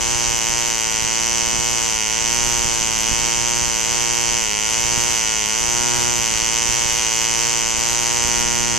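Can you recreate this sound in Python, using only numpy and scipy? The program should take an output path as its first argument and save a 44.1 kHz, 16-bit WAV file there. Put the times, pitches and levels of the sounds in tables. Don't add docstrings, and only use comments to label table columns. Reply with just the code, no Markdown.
import sys
import numpy as np
from scipy import signal
from scipy.fft import irfft
from scipy.io import wavfile
from scipy.ndimage import uniform_filter1d, map_coordinates

SR = 44100
rng = np.random.default_rng(int(sys.argv[2]) if len(sys.argv) > 2 else 0)


def undo_db(level):
    steps = np.asarray(level, float) / 20
    return 10 ** steps


def int16_out(signal):
    q = np.round(np.clip(np.atleast_2d(signal).T, -1, 1) * 32767)
    wavfile.write(sys.argv[1], SR, q.astype(np.int16))


N = 387198

FREE_HZ, MEAN_HZ = 118.8, 114.5
HUNT_HZ, SAG_SHAPE = 0.1196, 1.86
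STRONGER_DB_PER_HZ = 0.15
STREAM_DB, GUST_S = -35.5, 0.044
EDDIES_PER_S, THUMP_DB = 30, 3.5
MS_STEP = 44

# (deepest point [s], speed loss [Hz], fall [s], recovery [s])
SHAFT_SAGS = [(0.014, 3.86, 0.129, 0.101), (0.411, 4.66, 0.241, 0.118), (0.917, 7.35, 0.291, 0.323),
              (1.554, 3.96, 0.295, 0.459), (1.907, 2.39, 0.146, 0.151), (2.05, 8.41, 0.129, 0.222),
              (2.629, 0.97, 0.226, 0.224), (2.925, 6.53, 0.249, 0.341), (3.365, 1.89, 0.096, 0.494),
              (3.813, 5.5, 0.117, 0.123), (4.058, 0.92, 0.106, 0.157), (4.283, 2.38, 0.384, 0.502),
              (4.52, 10.85, 0.099, 0.177), (4.749, 2.52, 0.22, 0.245), (5.267, 8.43, 0.154, 0.275),
              (5.443, 6.55, 0.076, 0.189), (6.334, 5.99, 0.162, 0.349), (6.63, 0.97, 0.147, 0.151),
              (7.016, 5.97, 0.189, 0.333), (7.331, 1.18, 0.174, 0.105), (7.702, 4.37, 0.268, 0.155),
              (8.095, 1.9, 0.4, 0.234), (8.743, 1.66, 0.353, 0.547)]
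# (time [s], level [dB])
FIRING_STRENGTH = [
    (0, -21.5),
    (2.5, -21),
    (4.3, -21),
    (4.9, -20.5),
    (6.0, -21),
    (6.7, -20.5),
    (8.2, -20.6),
    (8.78, -22),
]
# (centre [Hz], width [Hz], level [dB])
CRACK_LEFT = [(2350.0, 2500.0, -55.1), (2980.0, 420.0, -3.0), (5380.0, 670.0, -5.4), (5820.0, 2500.0, -5.2),
              (7000.0, 480.0, 4.8), (7720.0, 730.0, -9.9), (8750.0, 390.0, -11.3)]
CRACK_RIGHT = [(1850.0, 840.0, -2.2), (3080.0, 570.0, -15.3), (5060.0, 720.0, 12.6), (4970.0, 250.0, 6.3),
               (6420.0, 1280.0, -0.6), (5550.0, 1340.0, 10.0), (8100.0, 840.0, -21.1)]
# (delay [ms], signed share [1])
BENCH_PATHS_LEFT = [(0.138, 0.09), (0.338, -1.0), (0.624, 0.64), (1.312, -0.24), (1.705, 0.11),
                    (2.044, 0.09)]
BENCH_PATHS_RIGHT = [(-0.161, 0.05), (0.308, 0.94), (0.591, 1.0), (1.281, 0.39), (1.559, 0.23),
                     (2.356, 0.07)]
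# (delay [ms], left level [dB], right level [dB])
LATE_ECHOES = [
    (2.75, -13, -17),
    (6.4, -22, -12),
]
# (centre [Hz], width [Hz], level [dB])
BLOCK_LEFT = [(1432, 18.5, 1.5), (1880, 260, -2.5)]
BLOCK_RIGHT = [(1424, 17, -4.5), (1910, 320, -8)]
# (time [s], level [dB])
HAND_GRIP = [
    (0, -34),
    (0.55, -29),
    (1.0, -30),
    (3.0, -32.5),
    (4.2, -30.5),
    (7.7, -30.5),
    (7.95, -30),
    (8.5, -28),
    (8.78, -28.5),
]
# (frequency [Hz], left level [dB/Hz], right level [dB/Hz])
JET_COLOUR = [(500, -16.5, -9), (1480, -26, -24), (3160, -12.5, -5), (4300, 2.5, -3.5), (4850, -23, -6),
              (6000, 2, -5.5), (7140, -7, -13), (7900, -4, -21), (9500, -28, -25), (12000, -29, -30)]
# (frequency [Hz], left level [dB/Hz], right level [dB/Hz])
SPIT_COLOUR = [(6000, -47, -62), (8250, 2, 3), (11000, 7, 0), (11600, 4, 2), (12400, 1, 6.5),
               (13300, -5, -5), (14100, -5, -7), (14300, -20, -18), (15800, -32, -32)]
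# (centre [Hz], width [Hz], level [dB])
PING_LEFT = [(6500, 930, -3), (7300, 690, 9.5)]
PING_RIGHT = [(6360, 640, 10), (7230, 200, -11.5)]
# (multiple of shaft speed [1], left level [dB], right level [dB],
# lead of the left [rad], left rise with speed [dB/Hz], right rise with speed [dB/Hz], lead twist [rad/Hz])
SHAFT_ORDERS = [(1, -43.18, -39.13, 3.1, 0.13, 0.97, 0.03), (2, -39.3, -43.37, -2.84, 0.28, 1.06, 0.04),
                (3, -42.88, -40.47, 2.47, 0.52, 0.46, -0.12), (4, -51.91, -40.13, 3.16, 0.73, 0.11, -0.07),
                (5, -46.34, -44.3, -2.22, 0.14, 0.08, 0.05), (6, -44.12, -58.82, -2.25, 0.3, -0.46, 0.15),
                (7, -42.32, -52.29, 0.89, 0.31, 1.24, -0.07), (8, -41.48, -45.49, 0.61, 0.18, 0.99, 0.0),
                (9, -44.83, -45.42, 1.0, 0.23, 0.13, 0.03), (10, -49.63, -46.09, 1.08, -0.26, 0.19, 0.05),
                (11, -48.82, -52.63, 1.29, 0.31, 0.71, -0.01),
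                (12, -49.44, -54.72, 0.69, 0.68, 0.72, -0.15), (13, -48.6, -50.19, 0.62, -0.03, 0.44, 0.03),
                (14, -52.11, -50.79, 0.43, 0.46, 0.47, -0.09)]
# (time [s], blade tone level [dB])
HAND_SHADE = [
    (0, -.5),
    (1.8, -.5),
    (2.0, 0),
    (6.1, 0),
    (6.35, -2),
    (8.2, -1.5),
    (8.4, 3),
    (8.78, 2.5),
]
# (time [s], level [dB])
LEFT_DRAUGHT = [(0, -32), (1.0, -58), (1.5, -54), (2.5, -36), (3.6, -46), (5.4, -61), (5.9, -45),
                (6.3, -52), (8.15, -62), (8.5, -46), (8.78, -51)]
# (time [s], level [dB])
GUSTS_LEFT = [(0.28, -41.6), (2.45, -26.5), (2.75, -47), (2.92, -37), (3.15, -42.6), (3.99, -58),
              (5.03, -44.2), (5.69, -43), (5.84, -48), (5.93, -47), (6.09, -43.5), (8.4, -29),
              (8.48, -37.2), (8.6, -40.4)]
GUSTS_RIGHT = [(0.11, -30.0), (0.3, -27.5), (0.52, -30), (1.04, -29), (1.23, -30.5), (1.56, -24),
               (2.27, -33), (2.36, -29.5), (2.65, -25), (2.82, -28), (2.95, -32.8), (3.13, -25),
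               (3.23, -30.2), (3.65, -27), (4.3, -32), (4.87, -28), (4.98, -28), (5.09, -32), (5.66, -29.5),
               (5.8, -31), (6.23, -26), (6.33, -34), (6.44, -31.6), (6.69, -29), (6.87, -30), (7.79, -31),
               (7.97, -31), (8.26, -25), (8.37, -41), (8.64, -30)]
# (frequency [Hz], left level [dB/Hz], right level [dB/Hz])
BUFFET_COLOUR = [(15, -8, -10), (40, 2, 1.5), (91, -7, -5.5), (168, -9, -8), (307, -17, -15.5),
                 (600, -32, -32), (1500, -68, -70)]
# (frequency [Hz], left level [dB/Hz], right level [dB/Hz])
RUSH_COLOUR = [(150, -5.5, -14.5), (580, -8.5, -6.5), (1570, -1, -7), (2500, -2, -2.5), (4100, -4.5, -3),
               (6000, 5, -4), (7230, -16, -29), (6960, 8.5, 1), (8330, -2.5, -15), (9400, -9.5, -15.5),
               (11500, -10.5, -19), (13300, -21, -23), (14200, -14, -17), (15800, -28, -28)]


def unit(x):
    return x / np.sqrt(np.mean(x ** 2, axis=-1, keepdims=True) + 1e-20)


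def curves(rows):
    s, *columns = np.transpose(rows)
    return [np.interp(np.arange(N) / SR, s, column) for column in columns]


def wobble(rate):
    coarse = np.arange(0, N + 64, 64)
    knots = rng.standard_normal(int(N * rate / SR) + 4)
    smooth = map_coordinates(knots, [coarse * rate / SR])
    return np.interp(np.arange(N), coarse, smooth)


def bump(at, rise, fall, shape):
    t = np.arange(0, N + MS_STEP, MS_STEP) / SR - at
    return np.exp(-np.abs(t / np.where(t < 0, rise, fall)) ** shape)


def fine(coarse):
    return np.interp(np.arange(N), np.arange(len(coarse)) * MS_STEP, coarse)


def filtered(x, response):
    size = 8192
    impulse = irfft(response(np.fft.rfftfreq(size, 1 / SR)), size)
    impulse = np.roll(impulse, size // 2, axis=-1)
    wet = signal.oaconvolve(np.atleast_2d(x), np.atleast_2d(impulse), axes=1)
    return wet[:, size // 2:][:, :N]


def late(f, ms):
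    return np.exp(-2j * np.pi * f * ms / 1000)


def colour(points):
    hz, *sides = np.transpose(points)
    return lambda f: undo_db([np.interp(np.log(f + 1), np.log(hz), db) for db in sides])


def resonance(f, centre, width):
    return 1j * f * width / (centre * centre - f * f + 1j * f * width)


def modes(*ports):
    def one_port(f, rows):
        return sum((-1) ** k * undo_db(db) * resonance(f, centre, width)
                   for k, (centre, width, db) in enumerate(rows))
    return lambda f: np.array([one_port(f, rows) for rows in ports])


def pair(alike):
    common, own = rng.standard_normal(N), rng.standard_normal((2, N))
    share = np.clip(alike, 0, 1)
    return np.sqrt(share) * common + np.sqrt(1 - share) * own


def pulses(turns, at, jitter_ms, scatter_db):
    chance = rng.standard_normal((int(turns[-1]), 2))
    where = np.interp(np.arange(len(chance)) + at, turns, np.arange(N))
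    where = where + chance[:, 0] * jitter_ms * SR / 1000
    taps = np.floor(where)[:, None] + np.arange(-7, 9)
    offset = taps - where[:, None]
    shape = np.sinc(offset) * np.cos(np.pi * offset / 16) ** 2
    size = undo_db(scatter_db * chance[:, 1:])
    slots = np.clip(taps, 0, N).astype(int)
    return np.bincount(slots.ravel(), (size * shape).ravel(), N + 1)[:N]


def jet(beats, rise_ms, fall_ms, alike):
    ms = np.arange(300) * 1000 / SR
    puff = (1 - np.exp(-ms / rise_ms)) * np.exp(-ms / fall_ms)
    gate = signal.fftconvolve(beats, puff)[:N]
    return unit(gate * pair(alike))


def shaft():
    lost = sum(loss * bump(s, fall, back, SAG_SHAPE) for s, loss, fall, back in SHAFT_SAGS)
    return FREE_HZ - fine(lost) + HUNT_HZ * wobble(12)


def crack(beats, faster):
    port = modes(CRACK_LEFT, CRACK_RIGHT)

    def band(f):
        return np.clip((f - 1350) / 500, 0, 1) * np.clip((10000 - f) / 1000, 0, 1)

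    def bench(f, part):
        return np.array([sum(share * late(f, ms) for ms, share in paths[part])
                         for paths in (BENCH_PATHS_LEFT, BENCH_PATHS_RIGHT)])

    def ground_answer(f):
        return sum(undo_db([[left], [right]]) * late(f, ms) for ms, left, right in LATE_ECHOES)

    direct = filtered(beats, lambda f: port(f) * band(f) * bench(f, slice(0, 2)))
    bounced = filtered(beats, lambda f: port(f) * band(f) * bench(f, slice(2, None)))
    sharp = direct + undo_db(0.45 * wobble(3) + 0.3 * wobble(40)) * bounced
    ground = filtered(sharp, ground_answer)
    body = filtered(sharp, lambda f: 1 / (1 + (f / 3700) ** 8))
    bark = undo_db(-0.3 * faster + 0.41 * wobble(2.494)) - 1
    return sharp + bark * body + undo_db(2.5 * wobble(2.47)) * ground


def block_knock(beats):
    block = modes(BLOCK_LEFT, BLOCK_RIGHT)
    grip_db = uniform_filter1d(curves(HAND_GRIP)[0], size=6000)
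    freedom = undo_db(2.1 * (grip_db - grip_db.mean()))
    return freedom * filtered(beats, lambda f: block(f) * late(f, 0.38))


def port_tick(beats):
    spit_gain = colour(SPIT_COLOUR)
    return filtered(beats, lambda f: spit_gain(f) * np.array([late(f, 0.211), late(f, 0.241)]))


def oily_spit(turns):
    drops = pulses(turns, at=0.965, jitter_ms=0.05, scatter_db=1.5) * undo_db(1.1 * wobble(9))
    return filtered(jet(drops, rise_ms=0.3, fall_ms=0.9, alike=0.1), colour(SPIT_COLOUR))


def exhaust(turns, faster):
    beats = unit(pulses(turns, at=0.945, jitter_ms=0.006, scatter_db=0.5))
    roar = filtered(jet(beats, rise_ms=0.44, fall_ms=0.99, alike=0.52), colour(JET_COLOUR))
    firing = undo_db(10.5) * crack(beats, faster) + undo_db(0.5) * block_knock(beats) + undo_db(-0.5) * roar
    shaded = filtered(firing, lambda f: 1 - 0.6 * resonance(f, 4080, 550))
    return shaded + undo_db(-15.0) * oily_spit(turns) + undo_db(-18.5) * port_tick(beats)


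def sparks(turns):
    beats = pulses(turns, at=0.96, jitter_ms=0.03, scatter_db=6)
    hiss = jet(beats, rise_ms=0.1, fall_ms=0.3, alike=0.5)
    return undo_db(-24.5) * filtered(hiss, lambda f: (f > 14300) * undo_db((14300 - f) / 75))


def ping(turns):
    beats = pulses(turns, at=0.41, jitter_ms=0.012, scatter_db=1.3)
    strike = np.hanning(25) * np.cos(2 * np.pi * 6900 * np.arange(25) / SR)
    soft = signal.fftconvolve(beats, strike)[:N]
    shake = unit(soft) + undo_db(-10) * jet(beats, rise_ms=0.3, fall_ms=0.59, alike=0.22)
    return undo_db([[-7], [-8]]) * unit(filtered(shake, modes(PING_LEFT, PING_RIGHT)))


def hum(turns, faster):
    out = np.zeros((2, N))
    growth = np.maximum(faster, -7)
    for k, left_db, right_db, lead, left_rise, right_rise, twist in SHAFT_ORDERS:
        angle = 2 * np.pi * k * (turns - 0.022) + np.pi
        level_db = np.array([left_db + left_rise * growth, right_db + right_rise * growth])
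        if k == 2:
            level_db[0] += curves(HAND_SHADE)[0]
        sway = np.array([wobble(2.71), wobble(4)])
        level = np.sqrt(2) * undo_db(level_db + 6.3 + 0.6 * sway)
        out += level * np.cos([angle, angle - lead - twist * faster])
    return out


def gusts(rows):
    return fine(sum(undo_db(db) * bump(s, GUST_S, GUST_S, shape=1.2) for s, db in rows))


def wash():
    passed = np.arange(N) * EDDIES_PER_S / SR
    strikes = np.array([pulses(passed, at=0.5, jitter_ms=9.18, scatter_db=1.5) * np.sign(wobble(20))
                        for port in range(2)])
    rumble = pair(alike=0) + undo_db(THUMP_DB) * unit(strikes)
    eddies = unit(filtered(rumble, colour(BUFFET_COLOUR)))
    left = np.hypot(undo_db(curves(LEFT_DRAUGHT)[0]), gusts(GUSTS_LEFT))
    right = np.hypot(undo_db(STREAM_DB + 0.7 * wobble(3.5)), gusts(GUSTS_RIGHT))
    return undo_db(0.3) * np.array([left, right]) * eddies


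def rush():
    return undo_db(-3.5 + 1.1 * wobble(8)) * filtered(pair(alike=0.57), colour(RUSH_COLOUR))


def thin_patches(x):
    for centre_hz in (11600, 12200, 13200, 13800):
        patch = filtered(x, lambda f: np.exp(-((f - centre_hz) / 330) ** 2))
        thinning_db = -11 * np.clip(wobble(30) - 0.15, 0, 1.2)
        x = x + (undo_db(thinning_db) - 1) * patch
    return x


def scene():
    speed_hz = shaft()
    turns, faster = np.cumsum(speed_hz) / SR, speed_hz - MEAN_HZ
    strength_db = curves(FIRING_STRENGTH)[0] + STRONGER_DB_PER_HZ * faster
    steady = thin_patches(exhaust(turns, faster) + ping(turns) + rush())
    steady = filtered(steady, lambda f: undo_db(-np.clip((f - 14250) / 25, 0, 90)))
    return undo_db(strength_db) * (steady + sparks(turns)) + hum(turns, faster) + wash()


def low_pass(x):
    return signal.sosfilt(signal.butter(12, 15700, fs=SR, output="sos"), x)


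def record(dry):
    mix = filtered(dry, lambda f: 1.0 * (f < 15830))
    return low_pass(mix)


dry = scene()
out = record(dry)
int16_out(out)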